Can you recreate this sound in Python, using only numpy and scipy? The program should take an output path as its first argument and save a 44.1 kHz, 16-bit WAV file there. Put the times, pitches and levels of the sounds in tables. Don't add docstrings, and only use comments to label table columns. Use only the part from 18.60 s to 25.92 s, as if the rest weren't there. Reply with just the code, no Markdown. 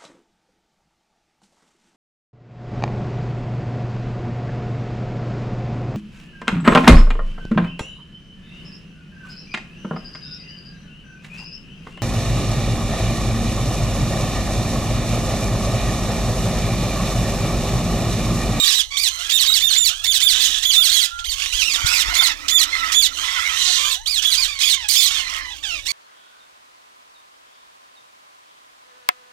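import sys
import numpy as np
from scipy import signal
from scipy.fft import rfft, irfft, next_fast_len
from scipy.io import wavfile
from scipy.ndimage import uniform_filter1d, minimum_filter1d

SR = 44100
rng = np.random.default_rng(int(sys.argv[2]) if len(sys.argv) > 2 else 0)


def master_out(mix):
    frames = np.transpose(np.atleast_2d(mix))
    ceiling = np.clip(frames, -1, 1)
    pcm = np.round(ceiling * 32767).astype(np.int16)
    wavfile.write(sys.argv[1], SR, pcm)


N = 322812

# start_s, hold_s, top_hz, droop_hz, whistle_db, second_partial_boost_db, rasp_base_db, roughness (0-1)
SCREAM_CALLS = [ (-.024, 0.085, 3764, 250, -13, 5.5, -13.5, 0.29),
                (0.721, 0.067, 3716, 710, -13, 3.5, -10.5, 0.33),
                (0.874, 0.057, 3850, 131, -14, 2, -10, 0.1), (1.024, 0.069, 3654, 734, -14, 3, -13, 0.05),
                (1.165, 0.076, 3630, 264, -17, 10.5, -9, 0.08),
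                (1.466, .058, 3606, 620, -12.5, 3, -10.5, 0.33),
                (1.628, 0.051, 3660, 426, -8.5, -1, -9.5, 0.13),
                (2.051, 0.061, 3480, 533, -15, 4, -11.5, 0.17),
                (2.161, 0.066, 3617, 330, -11, -7, -9, 0.08), (2.342, 0.064, 3357, 273, -14, 8, -13.5, 0.3),
                (2.668, .02, 3196, 153.3, -21.5, 2, -18.5, 0.1),
                (3.569, .055, 3597, 320, -14.5, 1.5, -8, 0.28),
                (3.909, 0.075, 3562, 198, -12, 5.5, -8, 0.11),
                (4.346, 0.068, 3513, 110, -11.5, 3.5, -9, 0.22),
                (5.237, 0.063, 3517, 300, -24.5, 9, -18, 0.32),
                (5.649, 0.057, 3463, 50, -15.5, 1, -11.5, .26),
                (6.033, 0.059, 3430, 317, -15.5, 4.5, -9, 0.48),
                (6.361, 0.07, 3556, 312, -8.5, 5, -10, .39)]
# frequency_hz, gain_db
RASP_THROAT = [(500, -16), (1000, -13), (1900, -7.5), (2600, 3.5), (3300, 2), (4400, -2), (5500, -2),
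               (7200, -7.5), (9000, -14.5), (11500, -23), (14000, -21), (16000, -39)]
WHISTLE_PARTIALS = [1, -11, -16.5, -14.5]
# start_s, length_s, top_hz, depth (share of top), level_db, subharmonic_db, roughness (0-1),
# peak (share of the length before the top)
SQUAWK_CALLS = [ (0.031, 0.12, 3890, 0.27, -13, 5.5, .7, 0.44),
                (0.127, 0.096, 3955, 0.27, -11.5, -1.5, 0.52, 0.4),
                (0.302, 0.08, 4580, 0.035, -23, 13.5, 0.21, 0.69),
                (0.366, .13, 4850, 0.43, -12, 0, 0.4, 0.34), (1.725, 0.28, 3610, .06, -17.5, -3, 0.86, .12),
                (1.802, 0.079, 4653, 0.4, -9.5, 0, 0.7, 0.14),
                (2.282, 0.13, 4324, .28, -12, -3, 0.59, 0.42),
                (2.583, 0.029, 3410, .1, -20.5, 3, 0.84, 0.43),
                (2.918, 0.13, 3374, 0.38, -15.5, -1.5, 0.37, 0.44),
                (3.005, 0.17, 5420, 0.49, -15.5, 3, 0.28, .39),
                (3.256, 0.18, 5286, 0.46, -12.5, 3.5, 0.71, 0.37),
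                (3.46, 0.28, 4315, 0.24, -22, 8, 0.31, 0.52), (4.063, 0.16, 4190, 0.11, -27, 1, 0.25, 0.62),
                (4.619, 0.19, 4320, 0.093, -22.5, 16, 0.68, 0.5),
                (5.457, 0.15, 4826, .43, -14.5, -3.5, 0.25, 0.3),
                (5.761, .11, 4924, 0.34, -14, -1, .44, 0.28), (5.868, 0.14, 4840, 0.13, -27, 2, .29, 0.16),
                (5.985, .13, 4930, 0.29, -15.5, 3.5, .8, 0.46),
                (6.11, 0.17, 4564, 0.33, -25, 10, 0.42, 0.21), (6.283, .075, 4600, 0.21, -5, 2, 0.88, 0.33),
                (6.353, 0.1, 5210, 0.3, -4.5, -1, 0.88, 0.28), (6.493, .13, 3750, .31, -19.5, 1, .3, 0.33),
                (6.561, 0.14, 4315, 0.073, -25, 2, 0.4, 0.21),
                (6.686, 0.26, 4290, 0.11, -30.5, 10.5, 0.29, .25),
                (6.89, 0.076, 3466, .16, -31, -2, 0.3, .4), (7.025, .185, 3825, .42, -23, 2, 0.25, 0.052),
                (7.252, 0.093, 4530, 0.42, -16.5, 1, 0.56, 0.55)]
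# start_s, length_s, start_hz, end_hz, level_db, overtone_db
CLEAR_NOTES = [(2.389, 0.13, 1426, 1370, -38, -30), (2.492, 0.16, 1383, 1400, -29, -37),
               (4.122, 0.042, 2143, 2058, -15.5, -10.5), (4.192, 0.091, 1368, 1254, -22, -25),
               (4.754, 0.045, 1534, 1414, -25, -22), (5.07, 0.053, 373, 363, -43, 8.5),
               (5.159, 0.094, 494, 533, -43, 8.5), (5.236, 0.13, 505, 520, -45, 11.5),
               (5.348, 0.094, 657, 970, -41.5, -5)]
# start_s, length_s, pulse_rate_hz, level_db
TRILL_CALLS = [(2.763, 0.13, 52, -21), (6.676, 0.14, 48, -26), (6.938, 0.07, 23, -34)]
# start_s, length_s, nominal_pitch_hz, level_db
CROAK_CALLS = [(.477, 0.28, 720, -37), (2.002, 0.5, 740, -42), (3.146, 0.28, 755, -22),
               (3.422, 0.33, 734, -20), (3.745, 0.35, 687, -31), (3.969, 0.42, 702.6, -24.5),
               (4.442, 0.13, 724, -32), (4.576, .43, 710, -22.5), (5.758, 0.12, 545, -28),
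               (6.494, .39, 667, -30.5)]
# frequency_hz, gain_db
OPEN_THROAT = [(290, -49), (500, -38), (962, 1.5), (1260, -1.5), (1720, -2), (1850, 1.5), (2070, 1.5),
               (2360, 3.5), (3560, -33), (4410, -13), (5380, -5.5), (7910, -45), (10700, -40),
               (12500, -17.5), (15000, -57)]
# start_s, length_s, level_db
DIN_BOUTS = [(-.1, .38, -22), (.42, 1.046, -23.5), (1.48, 1.05, -25.5), (1.68, 0.38, -20.5),
             (2.68, 1.06, -24), (4.08, 0.45, -26), (4.5, 0.66, -23), (4.92, 0.484, -17.5),
             (5.54, 0.44, -22.5), (6.32, .36, -20.5)]
# frequency_hz, gain_db
DIN_SPECTRUM = [(180, -50), (300, -15.5), (391, -9.5), (696, -10), (849, -31.5), (1240, 1), (1440, -9),
                (2040, -15.5), (3340, 1.5), (4490, -8.5), (5130, -14), (5950, -7.5), (8990, -18),
                (15500, -39.5)]
# centre_s, frequency_hz, half_width_s, level_db
AIR_BUFFETS = [(2.691, 47.2, 0.022, -28), (2.747, 32, 0.027, -27), (2.951, 38, 0.018, -20),
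               (3.248, 64, 0.0063, -7.5), (3.493, 47.3, 0.044, -22)]
# frequency_hz, gain_db
RUMBLE_SPECTRUM = [(12, -27), (20, 6.5), (38, 4.5), (66, -2.5), (83, -2), (151, -28.5), (211, -33.5),
                   (250, -31.5), (320, -58), (550, -120)]
# start_s, length_s, level_db
DRONE_SPELLS = [(.65, .55, -48.5), (1.62, .33, -44), (2.97, 1.7, -45), (6.5, .95, -51.5)]
# frequency_hz, gain_db
LEFT_GAIN = [(100, -35), (350, -4.5), (700, -7.5), (1400, -10.5), (2800, -15.5), (5600, -21),
             (10000, -27.5), (15000, -32)]
# frequency_hz, lead_rad
LEFT_LEAD = [(100, 3.9), (350, 2.23), (700, 2.26), (1400, 1.93), (2800, 1.86), (5600, 1.13), (15000, 6.8)]
# frequency_hz, gain_db
KNOCK_SPECTRUM = [(60, 9), (300, -18), (600, -16), (2000, -45)]
DRONE_SPECTRUM = [(60, -16), (140, -16.5), (220, -19.5), (255, -7), (290, -1.5), (325, -7.5), (400, -20),
                  (550, -11.5), (1000, -30.5)]
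AIR_SPECTRUM = [(20, -45), (70, 8), (180, -5), (400, 2.5), (900, 16), (3000, -44), (15000, -59)]
TAIL_SPECTRUM = [(200, -6.5), (3000, 15), (7000, 8), (15000, -50)]

CUTOFF_HZ = 15900


def screams(rise_s=.029, fall_s=.062, overlap_s=.006, scoop_hz=209):
    out = np.zeros(N)
    for start, hold_s, top_hz, droop_hz, whistle_db, boost_db, rasp_db, rough in SCREAM_CALLS:
        u = span(rise_s + overlap_s)
        rise = rasp(arch(u, 2703, 4000, 4920), .44 + rough, subharmonic_db=2.8, tilt_db_per_octave=1)
        add(out, start - rise_s, undb(rasp_db - 4) * fade(len(u), .01, .0069) * rise)

        u = span(hold_s + overlap_s)
        hz = top_hz - scoop_hz * (1 - u) ** 4 - droop_hz * u ** 5.03
        held = whistle(hz, boost_db, rough)
        add(out, start - overlap_s / 2, undb(whistle_db) * fade(len(u), .0071, .0013) * held)

        u = span(fall_s + overlap_s)
        hz = arch(u, 4950, 3900, 2741) * (1 + .02 * rng.standard_normal())
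        fall = rasp(hz, .15 + .92 * rough, subharmonic_db=-7 + 10 * u, tilt_db_per_octave=3)
        envelope = undb(rasp_db + 4 * (1.5 - u)) * fade(len(u), .032, .048)
        add(out, start + hold_s - overlap_s / 2, envelope * fall)
    return out


def rasp(hz, rough, subharmonic_db, tilt_db_per_octave=0, jitter=.0699, hiss_db=-16.5):
    size = len(hz)
    quaver = .01615 * wobble(size, 169.1)
    phase = phase_of(hz * (1 + quaver + jitter * rough * wobble(size, 1100)))
    voice = np.zeros(size)
    for k, offset in enumerate(rng.uniform(0, 2 * np.pi, 24), 1):
        multiple = k / 4
        octaves = np.log2(multiple)
        db = tilt_db_per_octave * octaves + response(multiple * hz, RASP_THROAT)
        db += 3 * wobble(size, 220.7)
        if k % 4:
            db += np.minimum(subharmonic_db + (-15 if k % 2 else -8) + 5 * max(octaves, 0), 1)
        voice += (multiple * hz < CUTOFF_HZ) * undb(db) * np.sin(multiple * phase + offset)
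    breath = rough * undb(hiss_db) * noise(size, RASP_THROAT)
    shimmer_db = np.sqrt(rough) * (3 * wobble(size, 900) + .72 * wobble(size, 330))
    return unit((unit(voice) + breath) * undb(shimmer_db))


def whistle(hz, second_boost_db, rough, jitter=.065, flutter_db=3.5):
    size = len(hz)
    unsteady = rough * arch(np.linspace(0, 1, size), 3.34, .47, 3.5)
    phase = phase_of(hz * (1 + jitter * unsteady * wobble(size, 1137)))
    voice = np.zeros(size)
    for k, db in enumerate(WHISTLE_PARTIALS, 1):
        partial_db = db + second_boost_db * (k == 2) + flutter_db * wobble(size, 84.3)
        voice += undb(partial_db) * np.sin(k * phase)
    return np.sqrt(2) * voice


def squawks():
    out = np.zeros(N)
    for start, length, top_hz, depth, db, subharmonic_db, rough, peak in SQUAWK_CALLS:
        u = span(length)
        before_top = np.interp(u, [0, peak], [1, 0])
        after_top = np.interp(u, [peak, 1], [0, 1])
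        sag = depth * (before_top ** 2.3 + after_top ** (2.5 * np.sqrt(peak)))
        cry = rasp(top_hz * (1 - sag), rough, subharmonic_db, tilt_db_per_octave=.57 * (db + 16))
        swell_db = 24 * (peak - .33) * (u - .5)
        top_dip_db = 5 * (sag - sag.mean())
        add(out, start, undb(db + swell_db + top_dip_db) * fade(len(u), .022, .027) * cry)
    return out


def screech(start_s=4.95, length_s=.33, level_db=-15, nominal_hz=390, half_width_hz=650, jitter=.0114):
    u = span(length_s)
    hz = nominal_hz * arch(u, .93, .92, .9) * (1 + jitter * wobble(len(u), 600))
    phase = phase_of(hz)
    formant_hz = arch(u ** .83, 2300, 4000, 2800)
    voice = np.zeros(len(u))
    for k in range(3, 36):
        moving_formant = 1 / (1 + ((k * hz - formant_hz) / half_width_hz) ** 2)
        upper_formant = undb(-8) / (1 + ((k * hz - 6500) / 1300) ** 2)
        gain = (moving_formant + upper_formant + undb(-32)) * undb(3.2 * wobble(len(u), 116))
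        voice += gain * np.sin(k * phase + rng.uniform(0, 2 * np.pi))
    out = np.zeros(N)
    add(out, start_s, undb(level_db) * fade(len(u), .13, .15) * unit(voice))
    return out


def clear_notes():
    out = np.zeros(N)
    for start, length, start_hz, end_hz, db, overtone_db in CLEAR_NOTES:
        u = span(length)
        glide_hz = start_hz + (end_hz - start_hz) * u
        phase = phase_of(glide_hz * (1 + .0073 * wobble(len(u), 61)))
        tone = np.sqrt(2) * (np.sin(phase) + undb(overtone_db) * np.sin(2 * phase))
        add(out, start, undb(db) * fade(len(u), length / 3, length / 3) * tone)
    return out


def trills():
    out = np.zeros(N)
    for start, length, pulse_hz, db in TRILL_CALLS:
        u = span(length)
        cycle = (u * length * pulse_hz) % 1
        chatter = np.exp(-cycle / 1.4) * rasp(2700 + 700 * cycle, rough=.92, subharmonic_db=1.6)
        add(out, start, undb(db) * fade(len(u), .03, .048) * unit(chatter))
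    return out


def croaks(rattle_hz=88, rough=.683, jitter=.0686, swell_db=8.5):
    out = np.zeros(N)
    for start, length, nominal_hz, db in CROAK_CALLS:
        u = span(length)
        size = len(u)
        cycle = np.cumsum(rattle_hz * (1 + .2 * wobble(size, 130))) / SR % 1
        waver = 1 + .01863 * wobble(size, 44.8) + jitter * rough * wobble(size, 500)
        phase = phase_of(nominal_hz * arch(u, .87, .96, .87) * waver)
        voice = np.zeros(size)
        for k in range(1, 20):
            voice += undb(5.3 * wobble(size, 63.6)) * np.sin(k * phase + rng.uniform(0, 2 * np.pi))
        turbulence = rough * undb(-3) * rng.standard_normal(size)
        puffs = np.exp(-cycle) * (unit(voice) + turbulence)
        envelope = undb(db + swell_db * (u - .5)) * fade(size, .035, .12)
        add(out, start, envelope * colour(puffs, OPEN_THROAT))
    return out


def din(count=44):
    out = np.zeros(N)
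    spacing_s = N / SR / (count - 2)
    for k, (delay, length, pitch) in enumerate(rng.uniform(0, 1, (count, 3))):
        u = span(.28 + .12 * length)
        cry = rasp(arch(u, 3200, 4200, 3000) * (.8 + .35 * pitch), rough=.509, subharmonic_db=7.6)
        add(out, (k + delay / 2 - 2) * spacing_s, fade(len(u), .0051, .16) * cry)
    distant = [(hz, db - response(hz, RASP_THROAT)) for hz, db in DIN_SPECTRUM]
    return colour(out, distant) * spells(DIN_BOUTS, rest_db=-37.5, attack_s=.095, release_s=.16)


def aviary(x, t60_s=.15, tail_db=-15, early_db=-13, count=8):
    t = np.arange(SR // 2) / SR
    tail = noise(len(t), TAIL_SPECTRUM) * undb(-60 * t / t60_s) * (t > .006)
    echo = undb(tail_db) * tail / np.sqrt(np.sum(tail ** 2))
    delays = rng.integers(SR // 400, SR // 45, count)
    echo[delays] += undb(early_db) / np.sqrt(count) * rng.choice([-1, 1], count)
    return x + signal.fftconvolve(x, echo)[:N]


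def buffeting(draught_db=-48.5, stir_db=-25, stir_s=.036, rumble_gain_db=6, hum_hz=60, hum_db=-46):
    t = np.arange(N) / SR
    flow = np.full(N, undb(draught_db))
    thumps = np.zeros(N)
    for centre_s, hz, half_width_s, db in AIR_BUFFETS:
        lag = t - centre_s
        flow += undb(db + stir_db) * np.exp(-np.abs(lag) / stir_s)
        thumps -= undb(db) * np.sin(2 * np.pi * hz * lag) / (1 + (lag / half_width_s) ** 2) ** 2
    rumble = undb(rumble_gain_db) * flow * noise(N, RUMBLE_SPECTRUM + [(600, -70), (3000, -110)])
    return rumble + thumps + undb(hum_db) * np.sin(2 * np.pi * hum_hz * t)


def knock(start_s=3.484, level_db=-25, decay_s=.0084):
    out = np.zeros(N)
    t = np.arange(SR // 20) / SR
    add(out, start_s, undb(level_db) * np.exp(-t / decay_s) * noise(len(t), KNOCK_SPECTRUM))
    return out


def background(air_db=-56):
    air = undb(air_db) * noise(N, AIR_SPECTRUM)
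    drone = noise(N, DRONE_SPECTRUM) * spells(DRONE_SPELLS, rest_db=-67, attack_s=.11, release_s=.067)
    return air + drone


def spells(rows, rest_db, attack_s, release_s):
    power = np.full(N, undb(rest_db) ** 2)
    for start, length, db in rows:
        add(power, start, (undb(db) * fade(len(span(length)), attack_s, release_s)) ** 2)
    return np.sqrt(power)


def undb(db):
    return 10 ** (np.asarray(db) / 20)


def unit(x):
    return x / np.sqrt(np.mean(x ** 2) + 1e-18)


def phase_of(hz):
    return 2 * np.pi * np.cumsum(hz) / SR


def response(hz, rows):
    frequency_hz, value = np.transpose(rows)
    return np.interp(np.log(np.maximum(hz, 1)), np.log(frequency_hz), value)


def colour(x, rows):
    size = next_fast_len(len(x))
    gain = undb(response(np.arange(size // 2 + 1) * SR / size, rows))
    return unit(irfft(rfft(x, size) * gain, size)[:len(x)])


def noise(size, spectrum):
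    return colour(rng.standard_normal(size), spectrum)


def wobble(size, rate_hz):
    points = rng.standard_normal(1024)
    return 1.2 * np.interp(np.arange(size) * rate_hz / SR, np.arange(len(points)), points)


def fade(size, attack_s, release_s):
    t = np.arange(size) / SR
    attack = np.sin(np.pi / 2 * np.clip(t / attack_s, 0, 1))
    release = np.sin(np.pi / 2 * np.clip((t[-1] - t) / release_s, 0, 1))
    return attack * release


def span(length_s):
    return np.linspace(0, 1, max(int(length_s * SR), 64))


def arch(u, start, middle, end):
    return start * (1 - u) * (1 - 2 * u) + 4 * middle * u * (1 - u) + end * u * (2 * u - 1)


def add(track, start_s, x):
    i = int(start_s * SR)
    lo, hi = max(i, 0), min(i + len(x), N)
    if hi > lo:
        track[lo:hi] += x[lo - i:hi - i]


def scene(shelter_db=-23):
    birds = screams() + squawks() + screech() + clear_notes() + trills() + croaks() + din()
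    right = aviary(birds) + background()
    hz = np.arange(N // 2 + 1) * SR / N
    right_to_left = undb(response(hz, LEFT_GAIN)) * np.exp(1j * response(hz, LEFT_LEAD))
    left = irfft(rfft(right) * right_to_left, N)
    return np.array([left + buffeting() + knock(), right + undb(shelter_db) * buffeting()])


def record(dry, ceiling=.83):
    window = SR // 300
    gain = np.minimum(1, ceiling / (np.abs(dry).max(axis=0) + 1e-9))
    gain = uniform_filter1d(minimum_filter1d(gain, window), window)
    lowpass = signal.ellip(10, .2, 80, CUTOFF_HZ, fs=SR, output="sos")
    return signal.sosfilt(lowpass, dry * gain)


dry = scene()
out = record(dry)
master_out(out)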